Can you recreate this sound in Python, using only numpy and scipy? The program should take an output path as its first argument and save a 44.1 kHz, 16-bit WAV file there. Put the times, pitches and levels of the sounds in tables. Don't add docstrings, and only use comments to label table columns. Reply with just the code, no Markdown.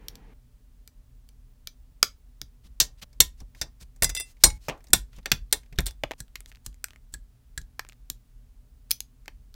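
import sys
import numpy as np
from scipy import signal
from scipy.fft import rfft, irfft, next_fast_len
from scipy.io import wavfile
from scipy.ndimage import uniform_filter1d

SR = 44100
rng = np.random.default_rng(int(sys.argv[2]) if len(sys.argv) > 2 else 0)


def store_wav(level_fs):
    pcm = np.round(np.clip(np.atleast_2d(level_fs), -1, 1) * 32767)
    wavfile.write(sys.argv[1], SR, pcm.T.astype(np.int16))


N = 421139

# t/s, level/dB, f/Hz, body/dB, ringing/dB
SNAPS = [(0.0832, -23.5, 5130, -28, -22), (0.1543, -35, 5640, -11, -24), (0.8756, -33.5, 7450, -15.5, -19),
         (1.289, -42.5, 7600, -18, -15), (1.672, -22.5, 5560, -14.5, -14.5), (2.028, 2.5, 5260, -6, -23),
         (2.4148, -21.5, 5660, -11.5, -62), (8.9081, -10, 8800, -23, -13), (8.9132, -10, 5200, -41.5, -25),
         (9.0042, -19, 6300, -24.5, -27), (9.2576, -44.5, 6560, -1, -23), (9.2794, -27, 706, 2.5, -24.5),
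         (9.541, -41, 4500, -9.5, -19.5)]
# t/s, level/dB, f/Hz, body/dB, ringing/dB
SNIPS = [(2.8005, -4.5, 5640, -27, -2), (3.2026, 4, 7000, -28.5, -8), (3.6132, -16, 4860, -8.5, -7),
         (4.0223, -6, 7760, -4.5, -12.5), (4.9322, 10, 8230, -16.5, -15),
         (5.2574, -18.5, 3370, -0.5, -12.5), (5.3163, -1.5, 2944, -13.5, -13.5),
         (5.5258, -1.16, 8170, -17.5, -10), (5.7862, -10.5, 3450, -2.1, -13.5),
         (5.8587, -24, 8200, -14.5, -17), (5.8646, -18, 8200, -17, -6.5)]
# t/s, level/dB, f/Hz, body/dB, ringing/dB
RATTLES = [(4.0317, -6.5, 10100, -30, -6), (4.0434, -3.5, 7360, -20, -11.5), (4.0926, -20.5, 6900, -8, -14),
           (4.0974, -21, 5810, -15, -9), (4.149, -19, 7320, -17, -2.5), (4.1644, -21.5, 3400, -24, -11),
           (4.1714, -30.5, 3740, -13, 12.1), (4.1984, -18.5, 10140, -14, -5),
           (4.2058, -21.5, 7440, -20, -2.5)]
# t/s, level/dB, f/Hz, body/dB, ringing/dB
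BREAKS = [(4.4366, 5, 8400, -12, -2), (4.501, -34, 2200, -9, 1.5)]
# t/s, level/dB, f/Hz, body/dB, ringing/dB
TINKS = [(5.805, -18.5, 7600, -23, -21), (5.8801, -32, 3330, -34, -6), (5.9085, -31, 5400, -11, -13)]
# t/s, level/dB, f/Hz, body/dB, ringing/dB
TRIMS = [(6.2027, -22.5, 7940, -27, -10), (6.3555, -21, 2440, -24, -26), (6.6623, -19.5, 7630, -26, -20),
         (6.8414, -11.5, 7800, -8, -57), (7.1386, -27, 7810, -21, 5.5), (7.5761, -21, 7470, -16, 0.5),
         (7.6143, -39.5, 6850, -23, -19), (7.7935, -15, 1404, -14.5, -31.5), (8.1, -12.5, 7260, -37, -35)]
# t/s, level/dB, f/Hz, body/dB, ringing/dB
DROPS = [(4.6832, -17.5, 448, -4.5, -3.5), (4.697, -25, 2200, 7.5, -24.5), (6.0355, -19, 920, 5.5, -12.5),
         (6.1094, -25, 980, 4.5, -15), (6.116, -23, 2580, 0.5, -17), (6.1346, -44, 1710, 11, -15)]
# t/s, level/dB, f/Hz
BOUNCES = [(6.2805, -47, 3150), (6.4047, -27, 8500), (6.4591, -31, 4040), (6.5164, -33.5, 2550),
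           (6.5237, -40.5, 2500), (6.549, -40, 2530), (6.5567, -37.5, 3740), (6.57, -45, 2310),
           (6.728, -50, 3000), (6.743, -41, 6800), (6.8838, -37, 2380), (6.9062, -33.5, 2380),
           (6.933, -40, 1880), (6.9595, -36.5, 1910), (7.849, -34.5, 1100), (7.866, -44.5, 1785),
           (7.888, -28, 7550), (7.896, -33.5, 2680), (7.9221, -37, 2460), (7.93, -44, 2660)]
BOUNCE_BODY_DB, BOUNCE_RING_DB = -12, -25
# t/s, level/dB, f/Hz
TOUCHES = [(3.025, -33.5, 3630), (3.129, -49, 4970), (3.4026, -39, 5800), (3.548, -42.5, 1870),
           (3.8103, -41, 5570), (3.961, -47.5, 7360), (4.368, -53, 2200), (4.776, -54, 6500),
           (4.805, -50.5, 1488), (4.841, -43, 7640), (4.869, -45, 4737), (4.883, -48.5, 7200),
           (4.9034, -44, 7500), (5.13, -48, 1810), (5.1624, -47, 5970), (5.1849, -41.5, 1013),
           (5.229, -53, 3480), (5.3, -47.5, 5000), (5.51, -51, 4210), (5.632, -51, 1920),
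           (5.659, -56, 1900), (5.7255, -41, 2200), (5.758, -49, 3630)]
TOUCH_BODY_DB, TOUCH_RING_DB = -9, -15

# f/Hz, level/dB, t60/s
SHELL_MODES = [(2330, 1.5, 0.045), (4200, -5, 0.066), (6000, -9, 0.13), (10400, -17.5, .04),
               (12410, -7, 0.037)]
# f/Hz, level/dB, t60/s
RUNNER_MODES = [(1007, -23, .15), (1850, -13, .1), (2186, -11, .075), (2700, -13, .07), (3570, -2, .065),
                (3876, -7, .07), (4330, -8, .06), (5000, -10, .06), (5674, -6, .075), (6500, -12, .06),
                (7144, -8, .055), (7540, -1, .045), (8165, -6, .055), (9426, -18, .06), (10550, -18, .06),
                (12790, -20, .06)]
# f/Hz, level/dB, t60/s
LOOSE_PART_MODES = [(2035, -4, .26), (2692, -6, .17), (3542, -1, .11), (4958, -2, .09), (5873, -5, .09),
                    (7364, -4, .04), (7865, -7, .09), (8974, -1, .1), (10360, -1, .05), (12570, -4, .035),
                    (14300, -4, .04)]
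# f/Hz, level/dB, t60/s
SECOND_PART_MODES = [(850, -19, .22), (2200, -22, .25), (3871, -9, .09), (4247, -3, .07), (5184, -11, .12),
                     (5809, -1, .07), (6961, -1, .07), (7402, -6, .08), (8409, -1, .075), (9265, -5, .12),
                     (11590, -10, .08), (12230, -9, .06)]
# f/Hz, level/dB, t60/s
SMALL_PART_MODES = [(3470, -4, 0.083), (5530, 1, 0.019), (7300, -21, .08), (8250, -3.5, 0.047),
                    (10700, -1, 0.033), (11900, -8, .06), (14800, -11, .06)]
# f/Hz, level/dB, t60/s
JAW_MODES = [(1670, -1, .04), (4000, -20, .02), (7800, -16, .015)]
# f/Hz, level/dB, t60/s
MAT_MODES = [(376, 3, 0.09), (614.6, 12, 0.082), (1255, 6, .07), (2270, -16, 0.045), (3430, 2, 0.038)]

# start t/s, end t/s, level/dB before the swell, f/Hz
SCRAPES = [(2.628, 2.685, -61.5, 3700), (2.97, 3.009, -64, 3500), (3.012, 3.041, -42.5, 3360),
           (3.364, 3.43, -64, 4730), (3.54, 3.62, -61, 4620), (3.794, 3.842, -52, 4850),
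           (4.216, 4.342, -59.5, 5700), (4.398, 4.438, -59, 4200), (4.49, 4.593, -63, 6000),
           (4.595, 4.696, -59, 4470), (5.109, 5.2, -61.5, 2900), (5.777, 5.785, -48, 3000),
           (6.176, 6.206, -57, 6019), (6.467, 6.51, -58, 6880), (6.642, 6.665, -59, 7500),
           (7.121, 7.139, -58, 7900), (8.893, 8.928, -51.5, 5700)]
# t/s, level/dB before a shared 3 dB lift, f/Hz
THUMPS = [(2.029, -42.5, 43.1), (2.412, -35.5, 26.9), (2.648, -41, 46.3), (2.804, -25.5, 40.5),
          (3.024, -43.5, 168.4), (3.2, -22, 42.5), (3.408, -32.5, 43.1), (3.614, -32, 53),
          (3.809, -40, 48.4), (4.021, -15.5, 53), (4.436, -13.5, 52), (4.685, -29.5, 152),
          (4.895, -36, 26.85), (4.934, -19, 48.3), (5.178, -32, 56.2), (5.259, -40.5, 48.4),
          (5.314, -18, 52.7), (5.525, -34, 35.4), (5.724, -34.5, 113), (5.785, -16.5, 42.5),
          (6.033, -32.5, 128.2), (6.2, -33.5, 53.6), (6.661, -33.5, 40.6), (7.136, -36, 26.78),
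          (7.576, -29.5, 45.9), (8.103, -38.5, 56.8)]
# t/s, level/dB
RUMBLE = [(0.0, -51), (9.04, -52.5), (9.55, -46)]
RUMBLE_HZ, RUMBLE_WIDTH_HZ = 37.87, 13
# f/Hz, relative level/dB
AIR = [(82, -34), (140, -5), (264, -8), (370, -24), (417, -11), (561, -23), (644, -19.5), (2120, -25.5),
       (15100, -29), (16000, -30.5)]
AIR_DB = -70.5
# f/Hz, relative level/dB
RUSH = [(59, -20), (100, -6.5), (266, -7), (341, -15), (445, -8), (602, -23.5), (800, -16.5), (1320, -26),
        (1910, -22), (7000, -46), (9100, -66.5), (15400, -120)]
RUSH_DB = -57.5
# f/Hz, level/dB, width/Hz of each of two filter passes
HUM = [(65, -69, 15), (119, -66.5, 12), (248, -74.5, 34), (590, -88.5, 9.1), (15500, -85, 25)]
CUTS = [0, .34, 3.045, 4.338, 4.582, 5.206, 6.14, 6.575, 7.94, 9.55]
# f/Hz, t60/s
ROOM = [(200, 0.2), (1000, 0.15), (2000, 0.165), (5500, 0.15), (8000, 0.14), (15000, 0.125)]
ROOM_DB = -16

# thud/dB, edge/dB, fizz/dB, crack t60/s at 0 dB ringing, growth/(dB/dB), reach/(dB/octave), flutter
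SNAP_KIND = (-12, 0.5, -5, 0.0108, 0.0259, 3.5, 0.5)
SNIP_KIND = (-8, -5.5, -8, 0.1234, 1.11, 1.7, 0.38)
RATTLE_KIND = (-7, -11, -21, .019, -.3, 5.7, .1)
BREAK_KIND = (-3.5, -.6, -8, .036, -.1, 3, .38)
TINK_KIND = (-10.5, -13.5, -10, 0.56, 3.1, 9, -2)
TRIM_KIND = (-26, -6, -15.5, 0.0283, 0.19, 9.3, 0.6)
DROP_KIND = (0, -8.5, -13, 0.1464, 1.93, 5, 1.8)
BOUNCE_KIND = (-9.5, -17.5, -28, 0.4457, 1.65, 11, 0.8)
TOUCH_KIND = (0, -9, -10.5, 0.18, 1, 2.5, 1.14)
FIZZ_PER_BODY = -0.34
CROWDED_HZ = 3420
EDGE_HZ = 16300


def amp(db):
    return 10 ** (np.asarray(db) / 20)


def evened(x):
    return x / np.sqrt(np.mean(x ** 2) + 1e-20)


def peaked(x):
    loudest = uniform_filter1d(x ** 2, size=44).max()
    return 0.56 * x / np.sqrt(2 * loudest + 1e-20)


def read(points, hz):
    f, value = np.transpose(points)
    return np.interp(np.log(hz + 1), np.log(f + 1), value)


def add(mix, s, sound):
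    following = min(np.searchsorted(CUTS, s, "right"), len(CUTS) - 1)
    end = CUTS[following]
    part = mix[round(s * SR):round(end * SR)][:len(sound)]
    left = end - s - np.arange(len(part)) / SR
    part += sound[:len(part)] * np.clip(left / 0.002, 0, 1)


def resonate(x, hz, width):
    r = np.exp(-np.pi * width / SR)
    return 2 * signal.lfilter([1 - r], [1, -r * np.exp(2j * np.pi * hz / SR)], x).real


def coloured(points):
    size = next_fast_len(N)
    hz = np.fft.rfftfreq(size, 1 / SR)
    spectrum = rfft(rng.standard_normal(size)) * amp(read(points, hz))
    return evened(irfft(spectrum)[:N])


def background():
    t = np.arange(N) / SR
    out = amp(AIR_DB) * coloured(AIR)
    for hz, db, width in HUM:
        once = resonate(rng.standard_normal(N), hz, width)
        out += amp(db) * evened(resonate(once, hz, width))
    low = resonate(rng.standard_normal(N), RUMBLE_HZ, RUMBLE_WIDTH_HZ)
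    low = resonate(low, RUMBLE_HZ, 40)
    out += amp(np.interp(t, *np.transpose(RUMBLE))) * evened(low)
    rush_fade = np.clip((CUTS[1] - t) / 0.0062, 0, 1)
    return out + amp(RUSH_DB) * coloured(RUSH) * rush_fade


def clicks(table, modes, kind):
    thud_db, edge_db, fizz_db, crack_s, growth, reach_db, blur = kind
    out, t = np.zeros(N), np.arange(SR // 4) / SR
    edges = [(250, 1100), (1300, 2800), (3000, 7000), (8000, 15500)]
    bands = [signal.butter(2, e, "band", fs=SR, output="sos") for e in edges]
    slower = [2.8, 1.2, 0.56, 0.15]
    f, level_db, t60 = np.transpose(modes)[:, :, None]
    blur = blur * np.minimum(f / CROWDED_HZ, 1)
    for s, db, hz, body_db, ring_db in table:
        crack = crack_s * amp(growth * ring_db)
        noise, turn = rng.standard_normal(len(t)), rng.random(f.shape)
        noise *= 1 - np.exp(-t / 0.0005)
        noise[8] += 4
        fading = noise * amp(-60 * (t / crack) ** 0.98)
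        sound = amp(-0.5) * peaked(resonate(fading, hz, 0.14 * hz + 800))
        parts_db = [body_db + thud_db, body_db, edge_db, fizz_db + FIZZ_PER_BODY * body_db]
        for band, part_db, k in zip(bands, parts_db, slower):
            fading = noise * amp(-60 * (t / (k * crack)) ** 1.33)
            sound += amp(part_db) * peaked(signal.sosfilt(band, fading))
        flutter = evened(uniform_filter1d(rng.standard_normal((len(f), len(t))), size=90))
        near_db = level_db - reach_db * abs(np.log2(f / hz))
        tones = np.sin(2 * np.pi * (f * t + turn)) * amp(near_db - 60 * t / t60)
        ring = ((1 - blur + blur * flutter) * tones).sum(0)
        sound += amp(ring_db) * peaked(ring * (1 - np.exp(-t / 0.00054)))
        add(out, s + 0.00073, amp(db) * sound)
    return out


def snaps():
    return clicks(SNAPS, SHELL_MODES, SNAP_KIND)


def room(x):
    hz, t, z = signal.stft(rng.standard_normal(SR // 2), SR, nperseg=128)
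    fading = z * amp(-60 * t / read(ROOM, hz)[:, None])
    tail = signal.istft(fading, SR, nperseg=128)[1]
    tail *= np.clip(np.arange(len(tail)) / (0.003 * SR), 0, 1) / np.linalg.norm(tail)
    at = np.round(np.multiply(CUTS, SR)).astype(int)
    pieces = [signal.fftconvolve(x[a:b], tail)[:len(x[a:b])] for a, b in zip(at, at[1:])]
    return np.resize(np.concatenate(pieces), N)


def thumps():
    out, t = np.zeros(N), np.arange(SR // 2) / SR
    for s, db, hz in THUMPS:
        shake = rng.standard_normal(len(t))
        low = evened(resonate(resonate(shake, 42, 30), 42, 30))
        high = evened(resonate(resonate(shake, 100, 96), 100, 96))
        swing = np.sin(2 * np.pi * hz * t) * amp(-60 * t / 0.05)
        swing += 0.38 * low * amp(-60 * t / 0.35)
        swing += 0.3 * high * amp(-60 * t / 0.12)
        add(out, s, amp(db + 3.0) * swing * (1 - np.exp(-t / 0.003)))
    return out


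def scrapes():
    out = np.zeros(N)
    for start, end, db, hz in SCRAPES:
        count = max(round((end - start) * SR), 64)
        strength = amp(0.85 * rng.exponential(1, SR // 3))
        slips = (rng.standard_normal(SR // 3) * strength)[:count]
        width = hz * np.clip(24 * (end - start), 0.08, 0.85)
        colour = evened(resonate(slips, hz, width))
        swell = signal.windows.tukey(count, 0.6) * np.linspace(0.4, 1.3, count)
        add(out, start, amp(db) * colour * swell)
    return out


def snips():
    return clicks(SNIPS, RUNNER_MODES, SNIP_KIND)


def touches():
    rows = [row + (TOUCH_BODY_DB, TOUCH_RING_DB) for row in TOUCHES]
    return clicks(rows, RUNNER_MODES, TOUCH_KIND)


def rattles():
    return clicks(RATTLES, LOOSE_PART_MODES, RATTLE_KIND)


def breaks():
    return clicks(BREAKS, SECOND_PART_MODES, BREAK_KIND)


def drops():
    return clicks(DROPS, MAT_MODES, DROP_KIND)


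def tinks():
    return clicks(TINKS, SMALL_PART_MODES, TINK_KIND)


def trims():
    return clicks(TRIMS, JAW_MODES, TRIM_KIND)


def bounces():
    rows = [row + (BOUNCE_BODY_DB, BOUNCE_RING_DB) for row in BOUNCES]
    return clicks(rows, MAT_MODES, BOUNCE_KIND)


def scene():
    hands = snaps() + scrapes() + snips() + touches() + rattles()
    hands += breaks() + drops() + tinks() + trims() + bounces()
    return (hands + amp(ROOM_DB) * room(hands) + thumps() + background())[None]


def record(dry):
    taps = signal.firwin(255, EDGE_HZ, window=("kaiser", 8), fs=SR)[None]
    overloaded = np.clip(dry, -1, 1)
    return np.clip(signal.oaconvolve(overloaded, taps, "same"), -1, 1)


dry = scene()
out = record(dry)
store_wav(out)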